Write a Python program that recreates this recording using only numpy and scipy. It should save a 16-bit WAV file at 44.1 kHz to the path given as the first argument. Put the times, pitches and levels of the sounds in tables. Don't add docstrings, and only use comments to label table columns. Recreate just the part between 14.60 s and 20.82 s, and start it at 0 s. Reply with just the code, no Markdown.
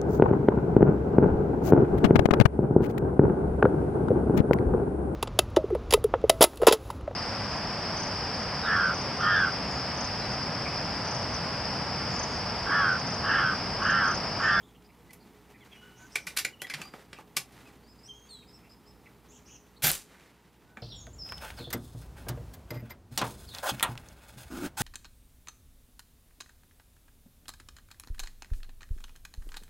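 import sys
import numpy as np
from scipy import signal
from scipy.fft import rfft, irfft, next_fast_len
from scipy.io import wavfile
from scipy.ndimage import map_coordinates

SR = 44100
rng = np.random.default_rng(int(sys.argv[2]) if len(sys.argv) > 2 else 0)


def bounce(signal):
    frames = np.transpose(np.atleast_2d(signal))
    limited = np.clip(frames, -1, 1)
    pcm = np.round(limited * 32767).astype(np.int16)
    wavfile.write(sys.argv[1], SR, pcm)


N = 274302

# (frequency [Hz], bandwidth [Hz], level [dB])
STEEL_MODES = [(1487, 56, -3), (1970, 79, 0), (2168, 55, -0.5), (2362, 92, 6), (2656, 430, -8),
               (3520, 120, -23), (6950, 290, -10.5), (8120, 260, -13)]
STOCK_MODES = [(149, 51, -1), (374, 72, 1), (544, 68, 2), (764.5, 24, 4.5), (860, 33, 4), (1188, 77, 3.5)]
# (frequency [Hz], level [dB])
BLAST_EQ = [(25, -6.5), (60, -7), (250, -2), (520, -14), (790, 4), (1000, -15), (1500, 4), (2600, -1),
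            (3700, 2), (6300, -2), (8200, -2), (12000, -1.5), (15500, -4)]
HISS_EQ = [(60, 6), (200, -10), (1000, -3.5), (3000, 0), (8000, 1), (11000, -2), (15500, -10.5)]
THUMP_EQ = [(12, -14.5), (25, -3.5), (42, 4.5), (58, -0.5), (80, -25), (200, -66)]
SHOT_S = 5.222


def shot():
    gusts = envelope(SHOT_S, attack_s=.022, hold_s=.063, fall_db_per_s=1899, depth_db=18.5)
    gusts *= amp(-19.5 + 1.76 * wobble(400))
    shaken = resonate(gusts * rng.standard_normal(N), STEEL_MODES + STOCK_MODES)
    rush = gusts * noise(BLAST_EQ) + amp(-15.5) * np.std(gusts) * shaken
    spring = envelope(SHOT_S, attack_s=.022, hold_s=.062, fall_db_per_s=700, depth_db=32)
    spring *= amp(-30 + 1.56 * wobble(60))
    spring *= np.sin(phase_of(150 + 13 * wobble(70)))
    thump_size = round(.12 * SR)
    thump = amp(-47) * unit(noise(THUMP_EQ)[:thump_size]) * signal.windows.tukey(thump_size, .3)
    ring = envelope(SHOT_S, attack_s=.049, hold_s=.018, fall_db_per_s=750, depth_db=25.5)
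    ring *= amp(-21.5 + 2.5 * wobble(300))
    ring *= np.sqrt(2) * np.sin(phase_of(12735 + 85 * wobble(300)))
    leak = envelope(SHOT_S, attack_s=.08, hold_s=.045, fall_db_per_s=252, depth_db=30)
    leak *= amp(-30 + 2.2 * wobble(700))
    report = rush + spring + ring + leak * noise(HISS_EQ)
    add(report, SHOT_S + .006, thump)
    walls = amp(-20.5) * echoes(report, WALL_DECAY, width=.544)
    return report + walls + amp(-33) * echoes(report, GARDEN_DECAY, width=.5)


# (time [s], level [dB], knock send [dB], ring send [dB], treble tilt [dB/octave], t60 [s])
CLACK_CUES = [(.507, -54, -8, 4, 0, 0.034), (.532, -46.5, -12, -1.5, 9, 0.038),
              (1.5562, -25, -3, 7.5, -3.5, 0.042), (1.6686, -38, -1.5, 4.5, -1.5, .15),
              (1.7659, -30.5, -15, -6, 0, .04), (1.7698, -28.5, -3.5, -4, -1.5, 0.034),
              (1.773, -21, -20, -4.5, 0, .023), (1.786, -25, -14, -11, -.5, 0.086),
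              (1.849, -24, -2, 7, -2.5, .034), (2.0184, -30.5, 3, 4.5, 4.5, 0.025),
              (2.069, -44.5, -6, 2, -6.5, 0.045), (2.099, -34.5, -14, -6.5, -5, 0.069),
              (2.138, -30, -14, -3, -5.5, 0.052), (2.146, -39, -7, 12, -15, 0.022),
              (2.216, -40.5, 6.5, 6.5, -2.5, 0.053), (2.53, -41.5, 3.5, -0.5, -7, 0.041),
              (2.7673, -22, -2.5, -4.5, -0.5, 0.066), (2.922, -60.5, -9, -12, 0, 0.17),
              (6.1712, -37.5, 5, -2, -15.5, 0.022)]
# (time [s], level [dB], knock send [dB], treble tilt [dB/octave])
KNOCK_CUES = [(2.254, -48.5, 18, 0), (2.3385, -40, 13, -15.5), (2.344, -49, 14, -18),
              (2.587, -49.5, 18, -26), (2.594, -49, 12, -28)]
# (time [s], level [dB])
TICK_CUES = [(5.2299, -23), (5.2342, -22), (5.2382, -16.5), (5.3162, -9), (5.32, -23.5), (5.341, -27),
             (5.352, -18.5)]
SCRAPE_S = .004


def rifle_action(bounce_s=.007, bounce_db=-11.5, chatter_s=.12):
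    out = np.zeros((2, N))
    for s, db, *timbre in CLACK_CUES:
        add(out, s - SCRAPE_S, contact(db, *timbre))
        add(out, s - SCRAPE_S + bounce_s, contact(db + bounce_db, *timbre))
    for s, db, knock_db, tilt_db in KNOCK_CUES:
        add(out, s - SCRAPE_S, contact(db, knock_db, ring_db=-11, tilt_db=tilt_db, t60=.018))
    chatter = [(SHOT_S + .012 + chatter_s * when, -27.5 - 8 * weak) for when, weak in rng.random((14, 2))]
    for s, db in TICK_CUES + chatter:
        add(out, s - SCRAPE_S, contact(db, knock_db=-7.5, ring_db=-16, tilt_db=11.5, t60=.0055))
    return out


# (frequency [Hz], level [dB])
CRACK_EQ = [(100, -27), (900, -20.5), (1500, -3), (2300, 0.5), (4500, 0.5), (5500, 0.5), (6200, -3),
            (7500, -5.5), (11000, -2.5), (15500, -15)]


def contact(db, knock_db, ring_db, tilt_db, t60):
    t = np.arange(SR // 3) / SR
    blow = (t >= SCRAPE_S) * amp(-60 * np.maximum(t - SCRAPE_S, 0) / t60)
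    scrape = (t < SCRAPE_S) * amp(-15) * t / SCRAPE_S
    colour = [(hz, level + tilt_db * np.log2(max(hz, 1000) / 3000)) for hz, level in CRACK_EQ]
    crack = noise(colour, len(t)) * (scrape + blow) * amp(.5 * wobble(930, len(t)))
    ring = amp(ring_db - 4.5) * resonate(rng.standard_normal(len(t)) * blow ** 4, STEEL_MODES)
    knock = amp(knock_db - 10) * resonate(rng.standard_normal(len(t)) * blow ** 4, STOCK_MODES)
    clack = crack + np.std(crack) * (ring + knock)
    return amp(db) * (clack + amp(-5) * echoes(clack, WALL_DECAY, width=.21))


# (time [s], level [dB], pitch [Hz], t60 [s])
BUMP_CUES = [(2.139, -41, 149, 0.24), (2.196, -36, 182, 0.068), (6.169, -42.5, 221, 0.14)]


def hand_bumps():
    out, t = np.zeros(N), np.arange(SR // 4) / SR
    attack = 1 - np.exp(-t / .0048)
    for s, db, hz, t60 in BUMP_CUES:
        add(out, s, amp(db - 60 * t / t60) * np.sin(2 * np.pi * hz * t) * attack)
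    return out


# (time [s], length [s], pitch [Hz], fall [share of pitch], level [dB], rasp [0-1])
CHIRP_CUES = [(0.142, .034, 3000, 0.016, -65, 0.73), (.243, .03, 4900, 0, -66.5, 0.7),
              (0.286, .033, 2400, .08, -65.5, 0.82), (.49, 0.027, 2010, 0.018, -58, .15),
              (0.59, .054, 4600, .06, -70, .8), (.935, .04, 2100, .07, -60.5, 0.82),
              (0.999, .048, 2130, .28, -62, .25), (1.001, .048, 3170, .26, -64.5, .25),
              (1.112, 0.031, 3280, .08, -55, .3), (1.113, 0.065, 2380, .15, -58.5, .7),
              (1.922, 0.033, 2930, .14, -55.5, .05), (2.043, .016, 1980, .07, -40.5, 0.27),
              (2.073, .055, 5010, 0.13, -56, 0.35), (2.106, 0.0256, 2056, 0.136, -42.5, .36),
              (2.556, .033, 2560, 0.096, -57.5, .85), (3.057, .034, 2555, .03, -60, 0.15),
              (3.82, .022, 2470, .14, -64, 0.84), (4.02, .065, 2370, 0, -65.5, 0.88),
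              (4.455, 0.029, 2320, 0.11, -57.5, .95), (5.157, .03, 4100, .08, -61.5, .8),
              (5.533, 0.069, 1760, 0, -58.5, .8)]
# (time [s], length [s], pitch [Hz], level [dB])
TWITTER_CUES = [(3.225, .054, 2320, -70), (3.264, .082, 2560, -63.5), (3.373, .06, 2540, -67.5),
                (3.428, 0.048, 2676, -56), (3.457, 0.03, 2930, -56.5), (3.865, .065, 2560, -63),
                (3.918, 0.069, 2684, -59.5), (4.088, 0.065, 2575, -62.5), (4.255, 0.069, 2645, -62.5)]
# (time [s], length [s], pitch [Hz], level [dB], loudest harmonic [number])
RASP_CUES = [(0, .13, 3600, -68.5, 1.33), (1.348, .15, 3300, -62.5, 2.1), (1.492, 0.17, 3010, -59, 2.3),
             (4.673, .13, 3580, -62, 1.75), (4.705, 0.1, 3100, -63, 1.53), (4.844, .15, 3220, -57.5, 1.8),
             (4.87, .12, 2987, -60.5, 1.41)]
# (time [s], length [s], pitch [Hz], level [dB], scoop [share of pitch], loudest harmonic [number])
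PIPE_CUES = [(1.136, 0.114, 2930, -63, 0, 1.27), (1.206, .11, 1481, -57.5, 0.036, 1.42),
             (1.292, 0.12, 1465, -64.5, 0, 1.5), (1.383, .093, 1517, -58.5, .02, 1),
             (1.99, .075, 3190, -50, .19, 1), (2.211, .09, 4766, -54, .06, 1),
             (6.04, 0.18, 1510, -65.5, 0.04, 0.91)]


def starling():
    song = whistle()
    for s, length, hz, fall, db, rasp in CHIRP_CUES:
        bend = (1 + .42 * fall, 1 - .58 * fall)
        add(song, s, note(length, hz, db, bend, loudest=1.1, rasp=rasp, fall_db=27))
    for s, length, hz, db in TWITTER_CUES:
        add(song, s, note(length, hz, db, bend=(.89, .92), loudest=2.15, rasp=.253, fall_db=19.5))
    for s, length, hz, db, loudest in RASP_CUES:
        add(song, s, note(length, hz, db, bend=(.76, .84), loudest=loudest, rasp=.72, fall_db=25.5))
    for s, length, hz, db, scoop, loudest in PIPE_CUES:
        add(song, s, note(length, hz, db, bend=(1 - scoop, 1), loudest=loudest, rasp=.198, fall_db=27))
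    return song + amp(-7) * echoes(song, GARDEN_DECAY, width=.12)


# (time [s], pitch [Hz], fundamental level [dB], octave level [dB])
WHISTLE_CURVE = [(3.48, 3180, -66, -66), (3.496, 3210, -52, -66), (3.512, 3117, -53.5, -72),
                 (3.53, 3173, -68, -73), (3.558, 3250, -64.5, -71), (3.646, 3200, -71, -68),
                 (3.68, 3388, -71, -71)]
# (top pitch [Hz], target pitch [Hz], level [dB])
SLIDE_PAIR = [(4720, 3660, -47), (4050, 3100, -59)]


def whistle(slide_start_s=3.68, slide_length_s=.22, settle_s=.062, fall_db=19):
    t = np.arange(N) / SR
    times, *columns = np.transpose(WHISTLE_CURVE)
    pitch, fundamental_db, octave_db = [np.interp(t, times, column) for column in columns]
    loudest = np.clip(1.5 + (octave_db - fundamental_db) / (2 * fall_db), 1, 2)
    held = (t >= times[0]) & (t <= times[-1])
    level = held * amp(2) * np.hypot(amp(fundamental_db), amp(octave_db))
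    out = level * syrinx(pitch, loudest, rasp=.12, fall_db=fall_db)
    age = np.maximum(t - slide_start_s, 0)
    effort = envelope(slide_start_s, attack_s=.016, hold_s=.044, fall_db_per_s=208, depth_db=36)
    effort *= age < slide_length_s
    for top_hz, target_hz, db in SLIDE_PAIR:
        pitch = target_hz + (top_hz - target_hz) * np.exp(-age / settle_s)
        out += amp(db) * effort * syrinx(pitch, 1 + .29 * effort, rasp=.1, fall_db=fall_db)
    return out


def note(length, hz, db, bend, loudest, rasp, fall_db):
    progress = np.linspace(0, 1, int(length * SR))
    arch = np.polyval(np.polyfit([0, .5, 1], [bend[0], 1, bend[1]], 2), progress)
    pitch = hz * arch * (1 + .0083 * wobble(139.6, len(arch)))
    return amp(db) * signal.windows.tukey(len(arch), .5) * syrinx(pitch, loudest, rasp, fall_db)


def syrinx(pitch, loudest, rasp, fall_db):
    size = len(pitch)
    phase = phase_of(pitch * (1 + .034 * rasp ** 2 * wobble(260, size)))
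    tone = np.zeros(size)
    for k in range(1, 5):
        rate = (300 + 600 * rasp) * k
        flutter = wobble(rate, size) + 1j * wobble(rate, size)
        partial = np.real((1 - rasp + rasp * flutter) * np.exp(1j * k * phase))
        tone += amp(-fall_db * abs(k - loudest)) * partial
    return unit(tone * amp(2.1 * wobble(110, size)))


# (time [s], half width [s], level
# [dB])
RUSTLE_CUES = [(1.3, 0.47, -61.5), (2.19, 0.06, -50), (2.38, 0.055, -57.5), (2.575, 0.042, -56.5),
               (3.03, 0.094, -57), (5.58, 0.12, -55.5), (5.76, .16, -62)]
# (frequency [Hz], level [dB])
RUSTLE_EQ = [(100, -10), (200, 5), (700, -2), (2000, -2.5), (3500, -9), (8000, -16), (15000, -21.5)]


def hand_rustle(floor_db=-66):
    t = np.arange(N) / SR
    swells = sum(amp(db) ** 2 * np.exp(-((t - s) / width) ** 2) for s, width, db in RUSTLE_CUES)
    grain = amp(1.9 * wobble(35) + 1.3 * wobble(250))
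    return np.sqrt(amp(floor_db) ** 2 + swells) * grain * stereo_noise(RUSTLE_EQ)


# (frequency [Hz], level [dB])
RUMBLE_EQ = [(15, -59), (25, -31), (40, -11), (54, -2), (86, -2.5), (211, -0.5), (253, -0.5), (364, -6.5),
             (389, -14), (415, 1), (451, -21), (474, -1.5), (507, -15.5), (889, -11), (1300, -23),
             (1690, -48), (2860, -120)]
AIR_EQ = [(470, -33), (800, -5.5), (1380, -6.5), (1620, -25), (1770, -26), (2800, -17), (3960, -16),
          (5750, -22), (15500, -17)]


def ambience():
    rumble = amp(-59.5 + .82 * wobble(5.07)) * stereo_noise(RUMBLE_EQ)
    return rumble + amp(-69 + .63 * wobble(1.8)) * stereo_noise(AIR_EQ)


# (frequency [Hz], level [dB])
HUM_PARTIALS = [(60, -66.5), (120, -71), (180, -74), (420, -72.5)]


def mains_hum():
    t = np.arange(N) / SR
    return sum(amp(db + 1.2 * wobble(5.8)) * np.sqrt(2) * np.sin(2 * np.pi * hz * t + .37 * wobble(4.2))
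               for hz, db in HUM_PARTIALS)


# (frequency [Hz], t60 [s])
WALL_DECAY = [(200, 0.42), (1400, 0.16), (4000, 0.16), (12000, 0.15)]
GARDEN_DECAY = [(1000, 0.19), (4000, 0.44), (10000, 0.47)]
# (frequency [Hz], side gain [dB])
REVERB_WIDTH = [(300, -1), (1000, 1.5), (3000, -6.5), (5000, -1.5), (6500, 11), (8500, 6), (11500, -5),
                (15000, -10)]


def echoes(x, decay, width):
    hz, t, spectra = signal.stft(rng.standard_normal((2, SR // 2)), SR, nperseg=256)
    tail = signal.istft(spectra * amp(-60 * t / along(decay, hz)[:, None]), SR, nperseg=256)[1]
    mid, side = signal.fftconvolve(x[None], tail / np.linalg.norm(tail[0]), axes=1)[:, :len(x)]
    side = filtered(side, lambda f: width * amp(along(REVERB_WIDTH, f)))
    return np.array([mid + side, mid - side])


# (frequency [Hz], side minus mid [dB])
BED_WIDTH = [(60, -4.5), (150, -20.5), (380, -25.5), (950, -17), (2380, -71), (5980, -11), (15000, -24)]


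def stereo_noise(spectrum):
    mid = noise(spectrum)
    side = filtered(noise(spectrum), lambda hz: amp(along(BED_WIDTH, hz)))
    return np.array([mid + side, mid - side])


def noise(spectrum, size=N):
    return unit(filtered(rng.standard_normal(size), lambda hz: amp(along(spectrum, hz))))


def resonate(drive, modes):
    return unit(filtered(drive, lambda f: sum(
        (-1) ** k * amp(db) * 1j * f * width / (hz * hz - f * f + 1j * f * width)
        for k, (hz, width, db) in enumerate(modes))))


def envelope(start_s, attack_s, hold_s, fall_db_per_s, depth_db):
    t = np.arange(N) / SR - start_s
    rise_db = depth_db * (np.clip(t / attack_s, 0, 1) - 1)
    return (t >= 0) * amp(rise_db - fall_db_per_s * np.maximum(t - attack_s - hold_s, 0))


def wobble(rate, size=N):
    return map_coordinates(rng.standard_normal(int(size * rate / SR) + 4), [np.arange(size) * rate / SR])


def filtered(x, response):
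    size = x.shape[-1]
    padded = next_fast_len(size + 8192)
    return irfft(rfft(x, padded) * response(np.fft.rfftfreq(padded, 1 / SR)), padded)[..., :size]


def along(points, hz):
    freqs, values = np.transpose(points)
    return np.interp(np.log(hz + 1), np.log(freqs + 1), values)


def add(track, s, sound):
    part = track[..., max(round(s * SR), 0):][..., :sound.shape[-1]]
    part += sound[..., :part.shape[-1]]


def phase_of(hz):
    return 2 * np.pi * np.cumsum(hz) / SR


def amp(db):
    return 10 ** (np.asarray(db) / 20)


def unit(x):
    return x / np.sqrt(np.mean(x ** 2) + 1e-20)


# (frequency [Hz], left minus right [dB])
PORT_BALANCE = [(60, -5.5), (150, -1), (300, 1.5), (700, -2.2), (2400, -0.5), (6000, -0.5), (13000, 0)]
# (frequency [Hz], left lead [rad])
PORT_PHASE = [(0, 0.014), (6200, 0.0), (6800, 0.3), (8010, 0.0), (16200, 0.0)]


def scene():
    sides = np.array([[.5], [-.5]])
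    ports = lambda hz: amp(sides * along(PORT_BALANCE, hz)) * np.exp(1j * sides * along(PORT_PHASE, hz))
    foreground = filtered(starling() + rifle_action() + hand_bumps() + shot(), ports)
    beds = (ambience() + hand_rustle()) * amp([[-.4], [.4]])
    return foreground + beds + mains_hum() * amp([[-1.8], [1.2]])


def auto_gain(x, threshold_db, slope, recover_db_per_s):
    power = signal.lfilter([1 / (.06 * SR)], [1, 1 / (.082 * SR) - 1], np.mean(x ** 2, axis=0))
    duck_db = slope * np.maximum(10 * np.log10(power + 1e-12) - threshold_db, 0)
    creep_db = recover_db_per_s * np.arange(N) / SR
    return x * amp(creep_db - np.maximum.accumulate(duck_db + creep_db))


def record(dry):
    levelled = auto_gain(dry, threshold_db=-33, slope=.48, recover_db_per_s=6)
    cutoff_hz, edge_hz = 15600, 600
    return filtered(levelled, lambda hz: np.clip((cutoff_hz - hz) / edge_hz + .5, 0, 1))


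dry = scene()
out = record(dry)
bounce(out)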